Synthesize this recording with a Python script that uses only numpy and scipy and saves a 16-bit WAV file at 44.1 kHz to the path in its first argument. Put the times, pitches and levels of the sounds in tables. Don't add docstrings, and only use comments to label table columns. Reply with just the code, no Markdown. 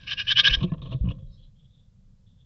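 import sys
import numpy as np
from scipy import signal
from scipy.fft import rfft, irfft, next_fast_len
from scipy.io import wavfile
from scipy.ndimage import map_coordinates

SR = 44100
rng = np.random.default_rng(int(sys.argv[2]) if len(sys.argv) > 2 else 0)


def pcm_store(signal):
    levels = np.round(np.clip(np.atleast_2d(signal), -1, 1) * 32767)
    wavfile.write(sys.argv[1], SR, levels.astype(np.int16).T)


def nominal_scale(level):
    x = np.asarray(level, float) / 20
    return 10 ** x


N = 108045
T = np.arange(N) / SR


def unit(x):
    return x / np.sqrt(np.mean(np.abs(x) ** 2) + 1e-20)


def noise():
    return rng.standard_normal(N)


def wobble(rate_hz):
    return map_coordinates(rng.standard_normal(int(N * rate_hz / SR) + 4), [T * rate_hz])


def swell(start_s, length_s, rise, fall):
    u = (T - start_s) / length_s
    return np.sin(np.pi / 2 * np.clip(np.minimum(u / rise, (1 - u) / fall), 0, 1)) ** 2


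def glide(start_s, length_s, from_hz, to_hz):
    hz = from_hz + (to_hz - from_hz) * np.clip((T - start_s) / length_s, 0, 1)
    return np.exp(2j * np.pi * np.cumsum(hz) / SR)


def ringing(x, carrier, width_hz):
    pole = [1, -np.exp(-np.pi * width_hz / SR)]
    once = signal.lfilter([1], pole, x / carrier)
    return unit((signal.lfilter([1], pole, once) * carrier).real)


def shape(points):
    hz, db = np.transpose(points)
    return lambda f: nominal_scale(np.interp(np.log(f + 1), np.log(hz + 1), db, -120, -120))


def modes(peaks):
    return lambda f: sum(nominal_scale(db) * 1j * f * w / (c * c - f * f + 1j * f * w) for c, w, db in peaks)


def filtered(x, response):
    m = next_fast_len(N + 8192)
    return irfft(rfft(x, m) * response(np.fft.rfftfreq(m, 1 / SR)), m)[:N]


def boxed(x, tail_db, t60_s=0.15):
    count = SR // 5
    tail = rng.standard_normal(count) * nominal_scale(-60 * T[:count] / t60_s)
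    return x + nominal_scale(tail_db) * signal.fftconvolve(x, tail / np.linalg.norm(tail))[:N]


# hz, db_per_hz
RUMBLE_SPECTRUM = [(19, -46.5), (21, 2.5), (80, -14.5), (190, -16.5), (230, -26), (340, -42.5), (560, -48),
                   (750, -63.5)]
# hz, db_per_hz
SHAKE_SPECTRUM = [(20, -1), (90, -5.5), (190, -8.5), (240, -26), (400, -36.5), (600, -36), (800, -68)]
# hz, width_hz, level_db
CAVITY_MODES = [(122, 37, 5), (198, 12, -4), (512, 72.8, 11)]
# time_s, level_db
SHAKE_LEVEL = [
    (0, -53.5),
    (0.3, -48),
    (0.501, -40),
    (0.899, -37),
    (1.15, -40),
    (1.35, -51.5),
    (1.552, -65.5),
    (2.45, -72),
]
# hz, db_per_hz
HISS_SPECTRUM = [(450, -36.5), (600, -3.5), (1200, -8), (2300, -12), (3500, -9), (6600, -11.5),
                 (7600, -12.5), (8700, -40)]


def background():
    def hollow(points):
        return unit(filtered(noise(), lambda f: shape(points)(f) * (1 + modes(CAVITY_MODES)(f))))

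    time_s, level_db = np.transpose(SHAKE_LEVEL)
    shake_db = np.interp(T, time_s, level_db) + 0.43 * wobble(45)
    rumble = nominal_scale(-54.5 + 0.63 * wobble(24)) * hollow(RUMBLE_SPECTRUM)
    shake = nominal_scale(shake_db) * hollow(SHAKE_SPECTRUM)
    hiss = nominal_scale(-81.5) * unit(filtered(noise(), shape(HISS_SPECTRUM)))
    whine = nominal_scale(-100) * np.sin(2 * np.pi * 5110 * T)
    return rumble + shake + hiss + whine


# start_s, length_s, level_db, from_hz, to_hz
FAR_NOTES = [(1.15, 0.22, -76.5, 3380, 3340), (1.257, 0.07, -74, 3700, 3850),
             (1.31, 0.1, -72.5, 3900, 3800), (1.421, 0.059, -68.5, 3866, 3650),
             (1.271, .2, -81, 4350, 4300), (1.3, .11, -78, 5140, 5270), (1.359, 0.16, -68, 3283, 3400),
             (1.53, 0.22, -72, 3250, 3500), (1.656, 0.27, -74, 3630, 3460),
             (2.237, 0.19, -73.5, 3570, 3450), (2.363, 0.17, -73, 3500, 3320)]


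def far_bird():
    air = noise() * nominal_scale(4 * wobble(60))
    out = np.zeros(N)
    for start_s, length_s, level_db, from_hz, to_hz in FAR_NOTES:
        band = ringing(air, glide(start_s, length_s, from_hz, to_hz), width_hz=380)
        out += nominal_scale(level_db) * swell(start_s, length_s, 0.3045, 0.56) * band
    return out


# start_s, peak_db, ring_hz, t60_s, first_swing (signed)
PANEL_BLOWS = [(0.339, -31.5, 120, 0.24, 0.62), (0.485, -25, 136.7, 0.14, 0.78),
               (0.509, -8.5, 41.5, 0.093, 0.88), (0.573, -9.5, 49.5, 0.071, 0.79), (.608, -27, 90, 0.11, 1),
               (0.619, -17, 140, 0.066, -1.57), (.636, -11, 176.7, 0.12, -0.67),
               (0.639, -23.5, 350.4, 0.13, 0.49), (0.7193, -17, 157, 0.046, -1.73),
               (0.724, -16, 181, 0.045, 0.81), (0.825, -29, 137.7, 0.15, -0.91),
               (0.854, -29, 125.4, 0.24, -0.9), (0.927, -29, 129.2, 0.18, -1.36),
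               (0.946, -18, 130, 0.098, 0.92), (1.009, -9.5, 63.6, 0.051, -1.48),
               (1.028, -12, 61.8, 0.088, -1.02), (1.04, -17.5, 177.7, 0.081, -0.79),
               (1.0577, -15, 138, 0.055, 1), (1.061, -26, 74, 0.07, -1.3), (1.077, -15, 132, 0.041, -1.73),
               (1.089, -17.5, 61.6, 0.07, 1), (1.092, -18, 126.5, 0.062, 1), (1.138, -28.5, 122, 0.2, 0.88),
               (1.198, -37.5, 122, 0.16, 1), (1.231, -33, 31.16, 0.48, 0.64)]


def thumps():
    rise_cycles = 0.53
    out = np.zeros(N)
    for start_s, peak_db, ring_hz, t60_s, first_swing in PANEL_BLOWS:
        t = np.maximum(T - start_s, 0)
        envelope = nominal_scale(peak_db + 2.5 - 60 * t / t60_s) * (1 - np.exp(-t * ring_hz / rise_cycles))
        out += first_swing * envelope * np.sin(2 * np.pi * ring_hz * t)
    return out


# hz, width_hz, level_db
BOX_AIR = [(586, 170, -2.5), (1204, 51, -0.5), (1593, 260, 1), (2250, 62, -2.5), (2310, 560, -3),
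           (2975, 96, -2.5), (3283, 200, -3.5), (3700, 220, 5.5), (4006, 120, -0.5), (4350, 340, -7.5),
           (4955, 160, 0.5), (5450, 53, -14), (5750, 44, -13.5), (6500, 100, -24)]


def box_air_even(f):
    return modes([(hz, width_hz, 0) for hz, width_hz, _ in BOX_AIR])(f)


# start_s, peak_db, ring_hz, wood_db
CLAW_TICKS = [(0.5866, -44, 2270, -52), (0.612, -36, 2970, -35.5), (0.636, -27, 3130, -43),
              (0.6399, -29, 3320, -36.5), (0.695, -52, 3750, -54), (0.7211, -51, 3240, -33.5),
              (0.7354, -50, 3700, -47), (0.7909, -59, 3350, -55.5), (0.824, -41.5, 3680, -60),
              (0.855, -50.5, 3140, -41), (0.8595, -45, 3010, -40.5), (0.9076, -38, 3460, -47.5),
              (0.9257, -36, 2870, -31), (0.9352, -47.5, 2450, -43.5), (1.055, -48, 2900, -44.5),
              (1.072, -52, 2720, -54), (1.0868, -32.5, 2760, -43), (1.1082, -33, 2800, -38),
              (1.114, -38, 3310, -41), (1.1844, -70, 3400, -52), (1.2243, -71, 3320, -59)]


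def ticks():
    ring, knock = np.zeros(N), np.zeros(N)
    for start_s, peak_db, ring_hz, wood_db in CLAW_TICKS:
        t = np.maximum(T - start_s, 0)
        air = noise()
        burst = ringing(air, glide(start_s, 1, ring_hz, ring_hz), width_hz=350) + 0.2 * air
        ring += nominal_scale(peak_db - 5.5 - 60 * t / 0.035) * (1 - np.exp(-t / 0.003)) * burst
        knock += nominal_scale(wood_db + 2 - 60 * t / 0.011) * (T > start_s) * air
    band = shape([(1200, -30), (2200, 0), (6000, -3), (7500, -30)])
    return filtered(ring, lambda f: band(f) * (1 + box_air_even(f))), knock


def squeak():
    start_s, length_s, pitch_hz = 0.693, 0.068, 1720
    tone = glide(start_s, length_s, pitch_hz, pitch_hz).real
    return nominal_scale(-60) * swell(start_s, length_s, 0.2, 0.5) * tone * nominal_scale(3 * wobble(60))


def grains():
    grains_per_s, grain_db = 4000, 3
    hits = rng.random(N) < grains_per_s / SR
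    return unit(noise() * (0.43 + hits * nominal_scale(grain_db * rng.exponential(size=N))))


# start_s, length_s,
# hiss_db, wood_db, hiss_hz
STROKES = [(-.06, 0.48, -65.5, -64, 3058), (0.36, 0.42, -66.5, -48.5, 3170),
           (0.582, 0.027, -59.5, -54.5, 3160), (0.602, 0.033, -51.5, -44, 3000),
           (0.623, 0.039, -44, -38, 3270), (0.651, 0.072, -68, -59.5, 2710),
           (.716, 0.014, -58.5, -40, 2830), (0.73, 0.033, -62.5, -45.5, 2997),
           (0.748, 0.12, -76, -58, 3170), (0.814, 0.039, -55, -48, 3370), (0.841, 0.066, -59, -46, 3250),
           (0.885, 0.11, -61, -52, 3430), (0.909, 0.054, -55.5, -44.5, 3078),
           (0.964, 0.13, -74.5, -70, 3320), (1.033, 0.064, -72, -54, 2930),
           (1.067, 0.031, -69.5, -51, 2900), (1.084, 0.016, -59.5, -49.5, 3010),
           (1.095, 0.037, -59, -43, 3100), (1.124, 0.064, -78, -57.5, 3300),
           (1.177, 0.04, -80, -62.5, 3190), (1.215, 0.034, -83, -69, 3220), (1.24, 0.34, -87.5, -79, 4040)]
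# hz, db_per_hz
FEATHER_SPECTRUM = [(1400, -29.5), (2100, -13), (2500, -4.5), (3000, -14.5), (4200, -5.5), (4700, -13),
                    (6500, -18.5), (7500, -51)]
# hz, width_hz, level_db
WALL_MODES = [(283.4, 20, 1), (359, 15, -5), (507, 51, -1.5), (648, 28, -8.5), (930, 38, -12.5),
              (1069.5, 81, -2), (1660, 150, -14.5)]


def scrabble():
    tail_db = -23

    def feather(f):
        return shape(FEATHER_SPECTRUM)(f) * (1 + 0.25 * box_air_even(f))

    def wall(f):
        return modes(WALL_MODES)(f) / (1 + 1j * f / 1420) ** 4

    brush = grains() * nominal_scale(2.2 * wobble(150))
    scratch = grains() * nominal_scale(2.2 * wobble(90))
    hiss, wood = np.zeros(N), np.zeros(N)
    for start_s, length_s, hiss_db, wood_db, hiss_hz in STROKES:
        stroke = swell(start_s, length_s, 0.27, 0.8)
        focus = ringing(brush, glide(start_s, length_s, hiss_hz, hiss_hz), width_hz=750)
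        hiss += nominal_scale(hiss_db) * stroke * (nominal_scale(-9) * brush + focus)
        wood += nominal_scale(wood_db) * stroke * scratch
    ring, knock = ticks()
    hiss = filtered(boxed(hiss, tail_db), feather) / np.std(filtered(brush, feather))
    wood = filtered(wood + knock, wall) / np.std(filtered(scratch, wall))
    return hiss + boxed(ring + squeak(), tail_db) + wood


# start_s, length_s, level_db, beak_from_hz, beak_to_hz
CHURR_NOTES = [
    (0.058, 0.073, -33.5, 2730, 2900),
    (0.104, 0.041, -27.5, 3130, 3032),
    (0.163, 0.07, -27, 2800, 2892),
    (0.261, 0.08, -21, 2790, 3352),
    (0.348, 0.072, -17, 2800, 3410),
    (0.429, .066, -16, 2706, 3450),
    (0.482, 0.041, -26, 2500, 2993),
    (0.512, 0.05, -21.5, 2880, 3347),
]
# hz, level_db
VOICE_SPECTRUM = [(420, -31), (1160, -12.5), (1390, -20.5), (1640, 3.5), (2030, -13), (2500, -6.5),
                  (5700, -13.5), (6700, -38)]


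def churr():
    pulse_hz, jitter, breath = 342.8, 0.1, 0.4
    phase = np.cumsum(pulse_hz * (1 + jitter * wobble(150))) / SR
    pulses = np.diff(np.floor(phase), prepend=0) * nominal_scale(2.2 * noise())
    rasp = unit(noise() * np.exp(-0.24 * (phase % 1)) * nominal_scale(2.5 * wobble(90)))
    source = np.sqrt(1 - breath) * unit(pulses) + np.sqrt(breath) * rasp
    lumps = np.sin(np.pi * phase) ** 2 * nominal_scale(1.5 * wobble(250))
    drift = np.exp(1j * 1.1 * wobble(220))
    voice = nominal_scale(-40) * swell(-0.23, 0.92, 0.16, 0.12) * rasp
    for start_s, length_s, level_db, from_hz, to_hz in CHURR_NOTES:
        beak = glide(start_s, length_s, from_hz, to_hz)
        u = (T - start_s) / length_s
        flutter = np.clip(0.55 + 0.4 * u, 0, 1)
        whistle = unit((beak * drift).real * (1 - flutter + 2 * flutter * lumps))
        opening = nominal_scale(10 * (np.clip(u, 0, 1) + 0.1739))
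        note = opening * rasp * (0.5 + lumps)
        note += nominal_scale(3.5) * ringing(source, beak, width_hz=650)
        note += nominal_scale(8.5) * whistle
        voice += nominal_scale(level_db) * swell(start_s, length_s, 0.4, 0.3) * note

    def voice_in_box(f):
        return shape(VOICE_SPECTRUM)(f) * (nominal_scale(-16) + modes(BOX_AIR)(f))

    return filtered(boxed(voice, tail_db=-19), voice_in_box)


def scene():
    return (background() + far_bird() + thumps() + scrabble() + churr())[None]


def top_cut(x):
    return signal.sosfilt(signal.butter(12, 8700, fs=SR, output="sos"), x)


def record(dry):
    mix = dry + nominal_scale(-103) * rng.standard_normal(dry.shape)
    return top_cut(mix)


dry = scene()
out = record(dry)
pcm_store(out)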